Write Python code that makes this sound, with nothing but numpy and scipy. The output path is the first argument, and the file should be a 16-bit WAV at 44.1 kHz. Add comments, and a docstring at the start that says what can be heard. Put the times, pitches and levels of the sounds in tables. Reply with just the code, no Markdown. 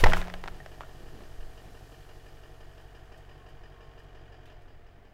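"""Soda can crushed by a car

A tyre rolls over a full can on concrete: decaying sines and noise form its buckles, pop and thud.
Dense random clicks form the spray, the fizzing foam and the grit; a fresh can is set down later.
Filtered noise forms the wind on the microphone and the outdoor air; a wavering sine is the belt.
The eight-cylinder engine sums hum and whine harmonics with noise knocks and ticks, then sags a little."""
import sys
import numpy as np
from scipy import signal
from scipy.fft import rfft, irfft, next_fast_len
from scipy.io import wavfile
from scipy.ndimage import uniform_filter1d

SR = 44100
rng = np.random.default_rng(int(sys.argv[2]) if len(sys.argv) > 2 else 0)


def output_pcm(signal):
    """Save a mono or channel-first signal as 16-bit PCM at the path in sys.argv[1].

    Samples are clipped to [-1, 1] before scaling.
    """
    pcm = np.clip(np.atleast_2d(signal).T, -1, 1) * 32767
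    wavfile.write(sys.argv[1], SR, np.round(pcm).astype(np.int16))


N = 226585
TIME = np.arange(N) / SR


def undb(db):
    """Level law: decibels to amplitude gain."""
    return 10 ** (np.asarray(db) / 20)


def unit(x):
    """Normalisation: scale to rms 1."""
    return x / np.sqrt(np.mean(x ** 2))


def colour(x, points):
    """Minimum-phase filtering: a causal filter of unit mean power gain shaped by (frequency [Hz], level [dB])."""
    size = next_fast_len(2 * N)
    size += size % 2
    hz, db = np.transpose(points)
    log_hz = np.log(np.maximum(np.arange(size // 2 + 1) * SR / size, 1))
    below = np.maximum(np.log(hz[0]) - log_hz, 0)
    above = np.maximum(log_hz - np.log(hz[-1]), 0)
    level_db = np.interp(log_hz, np.log(hz), db) - 20 * (below + above)
    # folding the cepstrum onto positive time makes the filter causal
    cepstrum = irfft(np.log(unit(undb(level_db))))
    cepstrum[1:size // 2] *= 2
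    cepstrum[size // 2 + 1:] = 0
    return irfft(rfft(x, size) * np.exp(rfft(cepstrum)))[:N]


def add(track, s, sound):
    """Superposition: mix a sound into a track at time s."""
    start = int(np.clip(s * SR, 0, N))
    track[start:start + len(sound)] += sound[:N - start]


def fade(t60, size=8192):
    """Exponential damping: the amplitude falls 60 dB in t60 seconds."""
    return np.exp(-np.log(1000) * TIME[:size] / max(t60, 1e-3))


def hold(until, t60):
    """Delayed damping: gain 1 until the given time, then exponential decay."""
    return np.exp(-np.log(1000) * np.maximum(TIME - until, 0) / t60)


def swell(s, rise, t60):
    """Exponential growth and decay: gain climbs 60 dB in rise seconds to 1 at time s, then dies away."""
    return undb(-60 * np.maximum((s - TIME) / rise, (TIME - s) / t60))


def swells(rows, rise, t60):
    """Power addition: joint gain of (time [s], level [dB]) events that share one shape."""
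    return np.sqrt(sum((undb(db) * swell(s, rise, t60)) ** 2 for s, db in rows))


def walk(rate):
    """Smoothed randomness: a slow fluctuation of rms near 1."""
    hold_samples = int(SR / rate)
    steps = np.repeat(rng.standard_normal(N // hold_samples + 1), hold_samples)
    return unit(uniform_filter1d(steps, hold_samples)[:N])


def grains(rate, spread_db):
    """Shot noise: random clicks of uneven size and either sign, rms 1."""
    size = undb(spread_db * np.minimum(rng.standard_normal(N), 2))
    present = rng.random(N) < rate / SR
    return unit(present * size * rng.choice([-1, 1], N))


# larger buckles of the can:
# (time [s], level [dB], panel frequency [Hz], cycles to decay 60 dB, relative bright snap level [dB])
BUCKLES = [(0.0388, -13.5, 1410, 2.4, 6.5), (0.0404, -5, 2540, 2.7, -4), (0.0453, -14, 1910, 8.3, -1),
           (0.0606, -8.5, 800, 10, -15), (0.0645, -12, 920, 8.3, -10), (0.069, -8, 1010, 2.5, -7),
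           (0.116, -27, 2100, 11, -10), (0.1223, -14.5, 1450, 15, -14), (0.1335, -8, 1510, 6.1, -5.5),
           (0.1358, -17.5, 2500, 16, -3.5), (0.1386, -25, 1490, 29, -16), (0.146, -26, 1530, 47, -6),
           (0.17, -17.5, 1330, 8.7, -25), (0.2155, -24.5, 3730, 7, -1), (0.225, -26, 1690, 12, -20),
           (0.2724, -31, 1480, 5, -3.5), (0.2813, -26, 740, 9, -10.5), (0.2996, -30.5, 1910, 9.7, -1.5),
           (0.3391, -24.5, 3160, 12, -1.5), (0.439, -23.5, 1590, 5.1, -6), (0.4588, -25.5, 970, 3, -19),
           (0.477, -28.5, 3000, 3.2, 0), (0.4823, -27, 1470, 15, -5), (0.5265, -40, 770, 6.5, -25),
           (0.602, -41.5, 1846, 91, -6), (0.6613, -32.5, 1000, 1.6, -3), (0.8078, -22, 980, 5, -30),
           (0.815, -39, 1180, 31, -5), (0.8347, -37, 1370, 14, -16), (1.2068, -34, 820, 5, -16)]
# spectrum of the torn sheet: (frequency [Hz], level [dB])
SHEET_COLOUR = [(210, -33), (350, -11), (786, -5), (1230, -13), (1850, -8.5), (2540, -15), (2890, -15),
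                (4090, -22.5), (5530, -27), (8220, -38), (9330, -44.5), (11100, -43), (15500, -46)]
# ringing of the can: (frequency [Hz], relative level [dB], decay t60 [s])
CAN_MODES = [(607, -9, .35), (631, 7, 0.3), (704, -4.5, 0.25), (817, -18, 0.32), (837, -2, 0.2),
             (900, -11, 0.15), (1034, -1, 0.23), (1035, 0.5, 0.55), (1313, 12, 0.12), (1427, 0, 0.29),
             (1670, 2, 0.21), (2160, -8, .18), (2954, -3, 0.14)]
SNAP_T60_S = .016
# countless small creases while the tread flattens the can
CRUSH_S, CREASE_DB, CREASES_PER_S, CREASE_T60_S = 0.084, -35.5, 1100, 0.67


def can(panel_db=0.0, panel_low_hz=520, rattle_db=-26, rattle_t60=0.12, snap_level_db=-3,
        modes_db=-39.0, crease_rise=0.29):
    """Snap-through buckling: each panel flips, snaps and excites sheet rattle and modes; creases crackle."""
    panels, snaps, rings = np.zeros((3, N))
    modes = np.array([undb(db) * np.sin(2 * np.pi * hz * TIME[:SR]) * fade(t60, size=SR)
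                      for hz, db, t60 in CAN_MODES])
    for s, db, hz, cycles, snap_db in BUCKLES:
        noise = rng.standard_normal(8192)
        flip = np.sin(2 * np.pi * hz * TIME[:len(noise)]) * fade(cycles / hz)
        add(panels, s, undb(db + panel_db) * flip)
        snap_and_rattle = undb(snap_db) * fade(SNAP_T60_S) + undb(rattle_db) * fade(rattle_t60)
        add(snaps, s, undb(db) * noise * snap_and_rattle)
        # every buckle strikes another spot, so the modes start with other signs
        signs = rng.choice([-1., 1.], len(modes))
        add(rings, s, undb(db + modes_db) * signs @ modes)
    creases = grains(CREASES_PER_S, spread_db=6) * undb(CREASE_DB)
    creases = creases * swell(CRUSH_S, crease_rise, CREASE_T60_S)
    # a small panel radiates little bass
    high_pass = signal.butter(2, panel_low_hz, "high", fs=SR, output="sos")
    panels = signal.sosfilt(high_pass, panels)
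    return panels + colour(undb(snap_level_db) * snaps + creases, SHEET_COLOUR) + rings


def burst(s=.0364, pop_hz=400, pop_t60=0.013, pop_db=-8, thud_hz=90, thud_t60=0.096, thud_db=-16.5,
          tyre_hz=179, tyre_t60=1.15, tyre_db=-34):
    """Impulsive excitation: the wall pops, the wheel drops with a thud and rings the tyre's air cavity."""
    out = np.zeros(N)
    for hz, t60, db in [(pop_hz, pop_t60, pop_db), (thud_hz, thud_t60, thud_db), (tyre_hz, tyre_t60, tyre_db)]:
        add(out, s, undb(db) * np.sin(2 * np.pi * hz * TIME) * fade(t60, size=N))
    return out


# spurts of soda as the can is squeezed: (time [s], level [dB])
SPURTS = [(0.002, -32.5), (0.048, -38.5), (0.098, -37.5), (0.17, -37.5), (0.205, -46)]
# spectrum of the spray: (frequency [Hz], level [dB])
JET_COLOUR = [(210, -20), (350, -4), (639, -1.5), (1510, -9.5), (2620, -10), (2980, -8.5), (4030, -16),
              (6380, -18.5), (7010, -19.5), (15500, -25.5)]
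# spectrum of the fizz: (frequency [Hz], level [dB])
FOAM_COLOUR = [(1000, 3.5), (2500, 1.5), (4500, 3), (7000, -0.5), (10000, -4), (14000, -5), (16000, -11)]
# larger bubbles and drops: (time [s], relative level [dB])
DROPS = [(2.81, -57), (3.1747, -54.5), (3.488, -60), (3.9894, -58), (4.0334, -63), (4.618, -63)]
SPURT_RISE_S, SPURT_T60_S = 0.14, 0.14
MIST_S, MIST_DB, MIST_T60_S = 0.12, -54, 2  # the spray rains back down
# the foam fizzes evenly, then dies down to a last faint prickle
FOAM_DB, FOAM_HOLD_S, FOAM_T60_S, PRICKLE_DB = -65, 1.94, 8.8, -81


def soda(drop_t60=0.1, drop_db=-9, mist_rise=.4, splutter_db=1.5):
    """Shot noise of a liquid: a spluttering jet of droplets, then countless bubbles popping in the foam."""
    mist = undb(MIST_DB) * swell(MIST_S, mist_rise, MIST_T60_S)
    flow = np.hypot(swells(SPURTS, SPURT_RISE_S, SPURT_T60_S), mist)
    jet = colour(grains(9000, 1.1), JET_COLOUR) * flow * undb(splutter_db * walk(150))
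    fizz = np.hypot(undb(FOAM_DB) * hold(FOAM_HOLD_S, FOAM_T60_S), undb(PRICKLE_DB))
    foam = colour(grains(14000, 2.4), FOAM_COLOUR) * fizz
    drops = np.zeros(N)
    for s, db in DROPS:
        shape = fade(drop_t60)
        add(drops, s, undb(db + drop_db) * shape * rng.standard_normal(len(shape)))
    return jet + foam + colour(drops, FOAM_COLOUR)


def yard(x, wet_db=-19, t60=0.45, delay=0.009):
    """Diffuse reflection: dull scattered echoes from the car body and a wall."""
    echo = np.zeros(N)
    add(echo, delay, fade(t60, size=SR) * rng.standard_normal(SR))
    echo = colour(echo, [(200, 8.0), (1500, -13), (4000, -18), (12000, -9.0)])
    echo = echo / np.sqrt(np.sum(echo ** 2))
    return x + undb(wet_db) * signal.fftconvolve(x, echo)[:N]


def clatter(turn, offset, sizes_db, t60, repeat, scatter_db):
    """Periodic impacts: one per firing; each cylinder's noise ring partly repeats from cycle to cycle."""
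    out, shape = np.zeros(N), fade(t60, size=2048)
    own = rng.standard_normal((len(sizes_db), len(shape)))
    repeat = np.clip(repeat, 0, 1)  # share of the power
    for k in range(1, int(turn[-1])):
        cylinder = k % len(sizes_db)
        fresh = rng.standard_normal(len(shape))
        ring = np.sqrt(repeat) * own[cylinder] + np.sqrt(1 - repeat) * fresh
        size = undb(sizes_db[cylinder] + scatter_db * rng.standard_normal())
        add(out, np.interp(k + offset, turn, TIME), size * shape * ring)
    return unit(out)


def lifter(turn, hz=4950, width_hz=560, db=-15, t60=0.5, scatter_db=0.7):
    """Resonance: one loose valve lifter chirps once a cycle, never quite alike."""
    out, shape = np.zeros(N), fade(t60)
    for k in range(1, int(turn[-1]), len(CYLINDERS)):
        size = undb(scatter_db * rng.standard_normal())
        add(out, np.interp(k + 0.32, turn, TIME), size * shape * rng.standard_normal(len(shape)))
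    resonator = signal.iirpeak(hz, hz / width_hz, fs=SR)
    once = signal.lfilter(*resonator, out)
    return undb(db) * unit(signal.lfilter(*resonator, once))


# someone crouches between the engine and the microphone and shades its treble
CROUCH_S, CROUCH_LENGTH_S, SHADE_DB = 4.55, 0.38, -2


def shaded(x, edge_hz=760):
    """Diffraction: low notes bend round a body in the way; the treble is partly blocked."""
    low = signal.sosfiltfilt(signal.butter(3, edge_hz, fs=SR, output="sos"), x)
    blocked = np.clip((TIME - CROUCH_S) / CROUCH_LENGTH_S, 0, 1)
    return low + (x - low) * undb(SHADE_DB * blocked)


# exhaust hum: (multiple of the eight-firing cycle, relative rms level [dB])
HUM = [(2, -63.5), (5, -77), (6, -56.5), (8, -54), (13, -71.5), (14, -66), (16, -57.5), (21, -69.5),
       (23, -73.5), (24, -62.5), (25, -76), (26, -72), (46, -73)]
# whine of the accessory drive: (multiple of the eight-firing cycle, level against the knock [dB])
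WHINE = [(80, -12.5), (112, -10.5), (120, -24.5), (128, -11)]
# cylinders in firing order: (relative knock level [dB], relative valve tick level [dB])
CYLINDERS = [(3, -2.5), (2.5, 4), (1.5, 1.5), (-1.5, -1.5), (1.5, -2), (0, 0), (0.5, 0), (-5, -1.5)]
# spectrum of the engine block: (frequency [Hz], level [dB])
BLOCK_COLOUR = [(120, -0.5), (220, -13), (280, 2.5), (460, 6.5), (530, -0.5), (660, 5.5), (860, 1),
                (960, -5), (1100, -3), (1350, -11.5), (1850, -5.5), (2050, -45.5), (3200, -19),
                (7000, -45.5)]
# spectrum of the valves: (frequency [Hz], level [dB])
VALVE_COLOUR = [(900, -9), (1550, 2.5), (1880, 8), (2020, -21.5), (2400, 1.5), (2650, -6), (2950, 3.5),
                (3250, -1.5), (3500, -10), (4400, -17), (4700, -8.5), (5050, -14.5), (5450, -16),
                (7000, -18), (10000, -42)]
# gain of each engine part: (at idle [dB], more while pulling [dB], more once sagged [dB])
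HUM_GAIN = (-1.34, 1.5, -5)
KNOCK_GAIN = (-58.5, 1.5, -4.5)
TICK_GAIN = (-64, 1, -9.5)
# engine speed (firings a second): pulling the car, idling free, sagging at the end
PULL_HZ, IDLE_HZ, SAGGED_HZ = 46.1, 46.64, 42.8
FREE_S, SAG_S, SAG_LAG_S = .975, 4.25, .3
EASE_T60_S = 5  # the load eases off after pulling


def engine():
    """Harmonic series and impacts locked to the count of firings; louder under load, softer in the sag."""
    sag = 1 - np.exp(-np.maximum(TIME - SAG_S, 0) / SAG_LAG_S)
    speed = np.where(TIME < FREE_S, PULL_HZ, IDLE_HZ) + (SAGGED_HZ - IDLE_HZ) * sag
    turn = .28 + np.cumsum(speed) / SR  # firings so far
    load = hold(FREE_S, EASE_T60_S)
    hum_gain, knock_gain, tick_gain = (undb(idle + pulling * load + sagged * sag ** 3)
                                       for idle, pulling, sagged in (HUM_GAIN, KNOCK_GAIN, TICK_GAIN))
    # the throb peaks on the sixth cylinder
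    angle = 2 * np.pi * (turn - 5) / len(CYLINDERS)
    hum = sum(np.sqrt(2) * undb(db + 1.0 * walk(2.46)) * np.cos(round(k) * angle) for k, db in HUM)
    whine = sum(np.sqrt(2) * undb(db + 2.0 * walk(35)) * np.cos(round(k) * angle + 0.59 * walk(5.4))
                for k, db in WHINE)
    knock_db, tick_db = np.transpose(CYLINDERS)
    knocks = clatter(turn, 0.1174, knock_db, t60=0.13, repeat=0.85, scatter_db=0.16)
    knocks = shaded(colour(knocks, BLOCK_COLOUR))
    taps = clatter(turn, .25, tick_db, t60=.15, repeat=.65, scatter_db=.7)
    ticks = shaded(colour(taps, VALVE_COLOUR)) + lifter(turn)
    return hum * hum_gain + (knocks + whine) * knock_gain + ticks * tick_gain


# puffs of air on the microphone: (time [s], level [dB], rise over 60 dB [s], decay t60 [s])
GUSTS = [(0.072, -11, 0.45, 0.43), (0.19, -25.5, 0.33, 0.17), (0.5, -39.5, 3, 1.4), (1.1, -46, 2.3, 1.7),
         (1.4, -37.5, 0.45, 0.78), (4.8, -52, 2.9, 2.2)]
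# spectrum of the moving air: (frequency [Hz], level [dB])
GUST_COLOUR = [(6, -8.5), (15, 7.5), (30, -12), (60, -15.5), (120, -22.5), (250, -57), (600, -65)]
BREEZE_DB = -52.5


def wind():
    """Turbulent pressure: the blast and later puffs buffet the microphone over a light breeze."""
    puffs = sum((undb(db) * swell(s, rise, t60)) ** 2 for s, db, rise, t60 in GUSTS)
    power = undb(BREEZE_DB) ** 2 + puffs
    return colour(rng.standard_normal(N), GUST_COLOUR) * np.sqrt(power)


# the tread scrunches over the can and wet grit: (time [s], level [dB])
SCRUNCHES = [(0.07, -44), (0.55, -58.5), (1.02, -55.5), (1.18, -52), (1.68, -55.5)]
# spectrum of the tread on grit: (frequency [Hz], level [dB])
ROLL_COLOUR = [(80, 3), (170, 4.5), (330, 5.5), (700, -5), (1500, -16), (4000, -21)]
SCRUNCH_RISE_S, SCRUNCH_T60_S = 0.43, 0.79
# the tread rolls on until the car stops
ROLL_DB, STOP_S, STOP_T60_S = -64, 1.93, 1.2


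def tread():
    """Granular contact: grit crunches dully under the rolling tyre."""
    rolling = undb(ROLL_DB) * hold(STOP_S, STOP_T60_S)
    load = np.hypot(rolling, swells(SCRUNCHES, SCRUNCH_RISE_S, SCRUNCH_T60_S))
    return colour(grains(1500, 12.0), ROLL_COLOUR) * load


def next_can(s=4.456, db=-67, t60=0.09, scrape_db=-62, scrape_t60=0.35):
    """Impact and friction: a fresh can touches down and scuffs lightly on the wet concrete."""
    touch, scrape = np.zeros((2, N))
    add(touch, s, undb(db) * fade(t60, size=N) * grains(5800, 2.5))
    add(scrape, s, undb(scrape_db) * fade(scrape_t60, size=N) * grains(2500, 3))
    touch = colour(touch, [(2800, -2), (15000, -12)])
    return touch + colour(scrape, [(1500, -8), (2800, 0), (3900, -6), (5000, -15), (15000, -30)])


# faint squeals of the belt: (time [s], level [dB])
SQUEALS = [(3.43, -70), (3.88, -66.5), (4.25, -74)]
SQUEAL_RISE_S, SQUEAL_T60_S = 1, 1


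def belt(hz=1080, waver_hz=18):
    """Frequency modulation: a thin wavering squeal comes and goes."""
    phase = 2 * np.pi * np.cumsum(hz + waver_hz * walk(90)) / SR
    level = swells(SQUEALS, SQUEAL_RISE_S, SQUEAL_T60_S) * undb(3.9 * walk(23.9))
    return np.sqrt(2) * np.sin(phase) * level


# spectrum of the outdoor background: (frequency [Hz], level [dB])
AIR_COLOUR = [(40, 10), (200, 11), (700, 1.5), (2000, 1), (5000, -19.5), (10000, -64), (15000, -20)]
AIR_DB = -63.5


def background():
    """Stationary noise: steady, coloured outdoor air."""
    return colour(rng.standard_normal(N), AIR_COLOUR) * undb(AIR_DB)


def scene():
    """Superposition: the can and burst with echoes, plus soda, engine, tyre, wind and background."""
    crushed = yard(can() + burst())
    return (crushed + soda() + next_can() + engine() + belt() + tread() + wind() + background())[None]


TOP_HZ = 15750


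def record(dry):
    """Saturation and band limiting: the highest peaks are rounded and the top of the spectrum is cut."""
    rounded = .7 * np.tanh(dry / .7)
    low_pass = signal.ellip(10, .2, 80, TOP_HZ, fs=SR, output="sos")
    return signal.sosfilt(low_pass, rounded)


dry = scene()
out = record(dry)
output_pcm(out)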